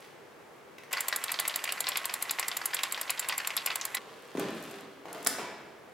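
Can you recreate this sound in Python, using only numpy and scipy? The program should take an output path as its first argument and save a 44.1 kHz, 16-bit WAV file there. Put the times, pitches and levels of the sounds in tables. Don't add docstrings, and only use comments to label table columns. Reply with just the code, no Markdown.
import sys
import numpy as np
from scipy import signal
from scipy.fft import rfft, irfft, next_fast_len
from scipy.io import wavfile
from scipy.ndimage import uniform_filter1d

SR = 44100
rng = np.random.default_rng(int(sys.argv[2]) if len(sys.argv) > 2 else 0)


def materialize(psi):
    bounded = np.clip(np.atleast_2d(psi).T, -1, 1)
    quanta = np.round(bounded * 32767).astype(np.int16)
    wavfile.write(sys.argv[1], SR, quanta)


N = 261513
COAST_START_S, COAST_END_S = 0.91, 3.985


def tooth_drops():
    first_s, first_gap_s, gap_growth_s = 0.93127, 0.076399, 0.000577
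    teeth, heavy_tooth, unbalance_s = 28, 13.6, 0.0017
    swell_teeth, loud_tooth = 5, 1.7
    tooth = np.arange(int((COAST_END_S - first_s) / first_gap_s))
    start_s = first_s + first_gap_s * tooth + gap_growth_s * tooth * (tooth - 1) / 2
    start_s += unbalance_s * np.cos(2 * np.pi * (tooth - heavy_tooth) / teeth)
    level_db = -15 + 1.8 * np.cos(2 * np.pi * (tooth - loud_tooth) / swell_teeth)
    return np.column_stack([start_s, level_db + rng.normal(0, 0.6, len(tooth))])


# freq_hz, gain_db
SNAP_SPECTRUM = [(4000, -24.5), (6000, -15), (6800, -2), (7450, 5.5), (8000, -1.5), (8500, 2), (9800, -7.5),
                 (10800, 1.5), (11500, 6.5), (12300, -13), (13900, -3.5), (16000, -19.5)]
# freq_hz, level_db, t60_s
RATCHET_MODES = [(7660, 1, 0.014), (9280, -2, 0.066), (11000, 5, 0.025), (14070, 4, 0.033)]
# freq_hz, gain_db
SHELL_SPECTRUM = [(150, -52), (500, -8), (1080, -2.5), (1300, -6.5), (2000, -4), (2700, -7), (4800, -3),
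                  (6000, -13.5), (7500, -16.5), (16000, -34)]
def pawl():
    drops = tooth_drops()
    snap = blows(drops, t60_s=0.005, ring_db=-10, crack_db=-4.5)
    for delay_s, t60_s, ring_db in [(-0.0018, 0.03, -23), (0.0007, 0.002, -3.5), (0.0021, 0.014, -9)]:
        offsets_s = delay_s * rng.uniform(0.64, 1.4, len(drops))
        snap += blows(drops + np.outer(offsets_s, [1, 0]), t60_s, ring_db)
    ratchet = amp(-26.5) * ringing(drops, RATCHET_MODES, spread_db=2.5)
    shell = blows([(s, rng.normal(-27.5, 1.5)) for s in drops[:, 0]], t60_s=0.029, ring_db=-3)
    return through(snap, SNAP_SPECTRUM) + ratchet + through(shell, SHELL_SPECTRUM)


# start_s, level_db, pitch_hz
HARD_KNOCKS = [(0.9346, -17, 2130), (0.9703, -16.5, 1860), (0.9819, -22, 2560), (1.1262, -13.5, 1680),
               (1.282, -23.5, 3020), (1.2926, -21, 1610), (1.3029, -25, 1980), (1.3415, -22, 3780),
               (1.3892, -16.5, 2960), (1.4523, -18, 1990), (1.496, -20.5, 2420), (1.5073, -27.5, 3280),
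               (1.5403, -24, 2930), (1.5905, -26.5, 1970), (1.654, -22.5, 2400), (1.6762, -19.5, 2260),
               (1.6913, -19, 2360), (1.779, -25, 2100), (1.842, -25, 3160), (1.8691, -17, 2670),
               (1.8806, -18.5, 2110), (1.919, -20.5, 2630), (1.9567, -16.5, 1910), (1.9788, -22, 2030),
               (2.044, -22, 2540), (2.0951, -19, 2030), (2.295, -19.5, 3040), (2.3864, -17.5, 2310),
               (2.4279, -17.5, 2290), (2.515, -19.5, 2730), (2.6153, -22.5, 1420), (2.7346, -17.5, 1860),
               (2.7673, -22.5, 3140), (2.79, -17.5, 2270), (2.834, -15, 3080), (2.9451, -21, 2600),
               (2.9759, -19.5, 1740), (3.0956, -15, 1780), (3.176, -29, 2920), (3.227, -24.5, 2730),
               (3.245, -26.5, 1910), (3.2957, -16.5, 2000), (3.324, -18, 1920), (3.3858, -23, 2110),
               (3.401, -19.5, 1700), (3.4475, -20.5, 2140), (3.5046, -19, 1930), (3.5755, -16.5, 3100),
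               (3.6727, -17.5, 2300), (3.7027, -17, 2090), (3.7142, -23, 2330), (3.8125, -19.5, 4260),
               (3.945, -19.5, 1960), (3.9696, -21.5, 2760)]
def loose_knocks():
    rebound_s, jiggle_gap_s = 0.014, 1 / 22
    rebounds = [(s + rebound_s * rng.uniform(0.5, 1.5), db - 13, hz) for s, db, hz in HARD_KNOCKS]
    jiggles = [(s + jiggle_gap_s * rng.random(), rng.normal(-31, 2), 2100 * rng.lognormal(0, 0.214))
               for s in np.arange(COAST_START_S, COAST_END_S, jiggle_gap_s)]
    return np.vstack([HARD_KNOCKS, rebounds, jiggles])


def bending_wave(start_hz, fall_s, t60_s):
    t = np.arange(SR // 30) / SR
    hz = start_hz * rng.lognormal(0, 0.12) / np.sqrt(1 + t / fall_s)
    cycles = np.cumsum(hz) / SR
    envelope = -np.expm1(-2 * cycles) * amp(-60 * t / t60_s)
    return (envelope * np.sin(2 * np.pi * cycles))[None]


def clatter():
    onset_s, shell_lag_s = 0.0005, 0.0028
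    waves, knocks = np.zeros((2, N)), loose_knocks()
    for s, db, hz in knocks:
        add(waves, s + onset_s, amp(db + 0.5) * bending_wave(1.5 * hz, fall_s=0.0009, t60_s=0.0065))
        return_s = s + rng.uniform(0.003, 0.006)
        add(waves, return_s, amp(db - 12) * bending_wave(hz, fall_s=0.002, t60_s=0.02))
    spokes = filtered(waves, lambda hz: hz ** 2 / (hz ** 2 + 700 ** 2))
    hits = knocks[:, :2] + [onset_s, 0]
    cracks = blows(hits, t60_s=0.003, ring_db=-13, crack_db=1)
    answers = blows(hits + [shell_lag_s, 0], t60_s=0.0072, ring_db=-9)
    return spokes + through(cracks + answers, SHELL_SPECTRUM)


# freq_hz, gain_db
WHIRR_SPECTRUM = [(150, -71), (250, -14), (950, 0.5), (2100, 0), (5200, -14.5), (7570, -11), (10000, -19),
                  (11300, -11.5), (13000, -29), (14200, -16), (16000, -46)]
def whirr():
    sag_db_per_s = 1
    age_s = np.arange(N) / SR - COAST_START_S
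    contacts = grains(rate_per_s=12000, spread_db=6)
    return amp(-43.5 - sag_db_per_s * age_s) * through(contacts, WHIRR_SPECTRUM)


def coast_gate():
    t = np.arange(N) / SR
    return uniform_filter1d(1.0 * ((t > COAST_START_S) & (t < COAST_END_S)), size=300)


# freq_hz, width_hz, gain_db
SHELL_RESONANCES = [(1080, 45, -1), (1993, 40, -1)]
# freq_hz, t60_s
ROOM_DECAY = [(1500, 0.28), (15000, 0.061)]
def coasting():
    ticks, knocks = pawl(), clatter()
    hub = ticks + knocks + whirr()
    hub += echo(amp(-12.5) * ticks + amp(-6.5) * knocks, ROOM_DECAY)
    return coast_gate() * (hub + resonances(hub, SHELL_RESONANCES))


# start_s, level_db, pitch_hz
THUDS = [(4.3512, -23.5, 360), (4.3805, -23, 268), (4.395, -27.5, 403), (4.416, -37, 187),
         (4.446, -53, 185), (5.055, -30.5, 740), (5.272, -31.5, 338)]
def frame_thuds():
    rise_cycles = 0.42
    track, t = np.zeros((2, N)), np.arange(SR // 20) / SR
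    for s, db, hz in THUDS:
        age = t * hz / rise_cycles
        swing = np.sin(2 * np.pi * hz * t) * age * np.exp(1 - age)
        add(track, s, amp(db) * swing[None])
    return low_cut(track, hz=130)


# start_s, level_db
CRANK_KNOCKS = [(3.97, -35), (4.3515, -34.5), (4.372, -25.5), (4.397, -23.5), (4.712, -37.5), (5.055, -34),
                (5.083, -36), (5.147, -30.5), (5.385, -27), (5.394, -29.5)]
# freq_hz, gain_db
CRANK_SPECTRUM = [(60, -20), (180, -1.5), (400, 11.5), (900, 4.5), (2000, -1.5), (3200, -8.5), (16000, -27)]
def crank_knocks():
    return through(blows(CRANK_KNOCKS, t60_s=0.038, ring_db=-5.5, crack_db=1.5), CRANK_SPECTRUM)


# start_s, level_db
CLACKS = [(5.2638, -16.5), (5.2713, -17)]
# freq_hz, gain_db
CLACK_SPECTRUM = [(70, -20), (300, -3), (850, 1), (1900, 1), (2900, -9), (4100, -7), (4900, 0), (6400, -10),
                  (16000, -18)]
def stop_clacks():
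    return through(blows(CLACKS, t60_s=0.034, ring_db=-6, crack_db=0.5), CLACK_SPECTRUM)


# start_s, level_db
CLINKS = [(4.396, -25.5), (4.505, -37.5), (4.626, -35.5), (4.639, -36), (4.711, -36.5), (4.808, -40),
          (5.129, -27), (5.228, -35), (5.2477, -25), (5.2712, -6.5)]
# freq_hz, gain_db
LINK_SPECTRUM = [(2000, -16), (4800, -8), (8000, 2.5), (12000, 1), (16000, -6)]
def link_clinks():
    return through(blows(CLINKS, t60_s=0.019, ring_db=-8), LINK_SPECTRUM)


# start_s, end_s, level_db; the first is already dying away as the scene opens
CHAIN_RUNS = [(0, -0.01, -57), (3.98, 4.28, -60), (4.408, 4.646, -54.5), (4.702, 4.71, -58.5),
              (5.13, 5.41, -55.5)]
# freq_hz, gain_db
RUB_SPECTRUM = [(300, -22), (1200, -6.5), (3500, -9.5), (16000, -34.5)]
def chain_rustle():
    rise_db_per_s, fall_db_per_s = 257, 88
    envelope, t = np.zeros(N), np.arange(N) / SR
    for start_s, end_s, db in CHAIN_RUNS:
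        before_s, after_s = np.maximum(start_s - t, 0), np.maximum(t - end_s, 0)
        envelope += amp(db - rise_db_per_s * before_s - fall_db_per_s * after_s)
    rub = through(grains(rate_per_s=1100, spread_db=8), RUB_SPECTRUM)
    grit = amp(-12) * through(grains(rate_per_s=180, spread_db=4), LINK_SPECTRUM)
    return envelope * (rub + grit)


# start_s, level_db
SLACK_CLICKS = [(0.047, -46), (0.783, -40.5), (0.835, -44)]
# freq_hz, gain_db
CLICK_SPECTRUM = [(500, -14), (1700, -7), (1990, 1.5), (2400, -7), (3000, -6), (4000, -14), (16000, -24)]
def slack_clicks():
    return through(blows(SLACK_CLICKS, t60_s=0.027, ring_db=-2), CLICK_SPECTRUM)


# freq_hz, t60_s
CELLAR_DECAY = [(200, 1.5), (2000, 1.06), (5000, 0.83), (11000, 0.37)]
# freq_hz, level_db, t60_s
CELLAR_MODES = [(151, -2, 1.5), (182, -2, 1.3), (325, -3, 1.0), (403, -4, 1.0), (472, -4, 1.0)]
def pedalling():
    thuds, knocks, clacks = frame_thuds(), crank_knocks(), stop_clacks()
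    clinks, clicks, chain = link_clinks(), slack_clicks(), chain_rustle()
    send = thuds + amp(4.5) * knocks + amp(-2.5) * clacks + amp(-8) * clinks + clicks + chain
    cellar = echo(send, CELLAR_DECAY)
    boom = amp(-27.5) * ringing(np.array(THUDS)[:, :2], CELLAR_MODES, spread_db=1)
    direct = (thuds + knocks + clacks + clinks + clicks + chain) * amp([[0], [-4]])
    return low_cut(direct + cellar + boom, hz=70)


# freq_hz, gain_db
AIR_SPECTRUM = [(50, -19), (130, -5), (280, -4.5), (350, -1), (560, -1.5), (1300, -7), (2100, -10.5),
                (3700, -20), (16000, -31.5)]
# freq_hz, width_hz, gain_db
HUM_RESONANCES = [(402, 30, -3), (484, 25, -1)]
def cellar_air():
    rush = amp(-54.5) * through(rng.standard_normal((2, N)), AIR_SPECTRUM) * amp([[0], [-4.5]])
    return rush + (1 - coast_gate()) * resonances(rush, HUM_RESONANCES)


def blows(rows, t60_s, ring_db, crack_db=-np.inf):
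    track, t = np.zeros((2, N)), np.arange(SR // 5) / SR
    fade = amp(-60 * t / t60_s)
    for s, db in rows:
        ring = fade * rng.standard_normal((2, len(t)))
        ring *= amp(ring_db) * np.linalg.norm(fade) / np.linalg.norm(ring[0])
        ring[0, 0] += amp(crack_db)
        add(track, s, amp(db) * ring)
    return track


def ringing(rows, modes, spread_db):
    longest_s = max(t60_s for _, _, t60_s in modes)
    track, t = np.zeros((2, N)), np.arange(int(SR * longest_s)) / SR
    for s, db in rows:
        for hz, mode_db, t60_s in modes:
            envelope = amp(rng.normal(mode_db, spread_db) - 60 * t / t60_s) * -np.expm1(-t * hz)
            cycles = hz * rng.normal(1, 0.0036) * t + rng.random()
            add(track, s, amp(db) * envelope * np.sin(2 * np.pi * cycles)[None])
    return track


def grains(rate_per_s, spread_db):
    size_db = np.minimum(rng.normal(0, spread_db, N), 2 * spread_db)
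    struck = rng.random(N) < rate_per_s / SR
    contacts = struck * amp(size_db) * rng.standard_normal((2, N))
    return contacts / np.sqrt(np.mean(contacts ** 2) + 1e-20)


def echo(x, decay, block=8192):
    wet = np.zeros((2, N))
    hz, t, noise = signal.stft(rng.standard_normal((2, SR * 3 // 2)), SR, nperseg=256)
    fade = amp(-60 * t / along(decay, hz)[:, None])
    for start in range(0, N, block):
        piece = x[:1, start:start + block]
        if np.abs(piece).max() > 1e-6:
            shifted = np.roll(noise, rng.integers(len(t)), axis=2)
            tail = signal.istft(shifted * fade, SR, nperseg=256)[1]
            add(wet, start / SR, signal.fftconvolve(piece, tail / np.linalg.norm(tail[0]), axes=1))
    return wet


def resonances(x, modes):
    return filtered(x, lambda f: sum(amp(db) * 1j * f * width / (hz ** 2 - f ** 2 + 1j * f * width)
                                     for hz, width, db in modes))


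def through(x, spectrum, size=4096):
    gain = amp(along(spectrum, np.fft.rfftfreq(size, 1 / SR)))
    cepstrum = irfft(np.log(gain))
    cepstrum[1:size // 2] *= 2
    cepstrum[size // 2 + 1:] = 0
    body = irfft(np.exp(rfft(cepstrum)))
    return signal.fftconvolve(x, body[None] / np.linalg.norm(body), axes=1)[:, :N]


def filtered(x, response):
    size = next_fast_len(N + SR // 2)
    return irfft(rfft(x, size) * response(np.fft.rfftfreq(size, 1 / SR)), size)[..., :N]


def low_cut(x, hz):
    return signal.sosfilt(signal.butter(4, hz, "highpass", fs=SR, output="sos"), x)


def along(points, hz):
    freqs, values = np.transpose(points)
    return np.interp(np.log(hz + 1), np.log(freqs), values)


def amp(db):
    return 10 ** (np.asarray(db) / 20)


def add(track, start_s, sound):
    part = track[:, round(start_s * SR):][:, :sound.shape[1]]
    part += sound[:, :part.shape[1]]


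def stereo(x, width=((1, 0),)):
    side = filtered(x[1], lambda hz: amp(along(width, hz)))
    return np.array([x[0] + side, x[0] - side])


# freq_hz, side_gain_db
HUB_WIDTH = [(400, -6), (1000, -11), (4000, -13), (8000, -9)]
# freq_hz, left_over_right_db
HUB_BALANCE = [(8500, -1.5), (11000, -0.5), (13900, 18), (15000, -26)]
# freq_hz, side_gain_db
CELLAR_WIDTH = [(130, -26), (900, -12), (3500, -8.5), (9000, 0.5)]
def scene():
    hub = stereo(coasting(), HUB_WIDTH)
    hub = filtered(hub, lambda hz: amp(np.outer([0.5, -0.5], along(HUB_BALANCE, hz))))
    return hub + stereo(pedalling(), CELLAR_WIDTH) + stereo(cellar_air())


def record(dry):
    return filtered(dry, lambda hz: 1j * hz / (1j * hz + 60) * (hz < 16000))


dry = scene()
out = record(dry)
materialize(out)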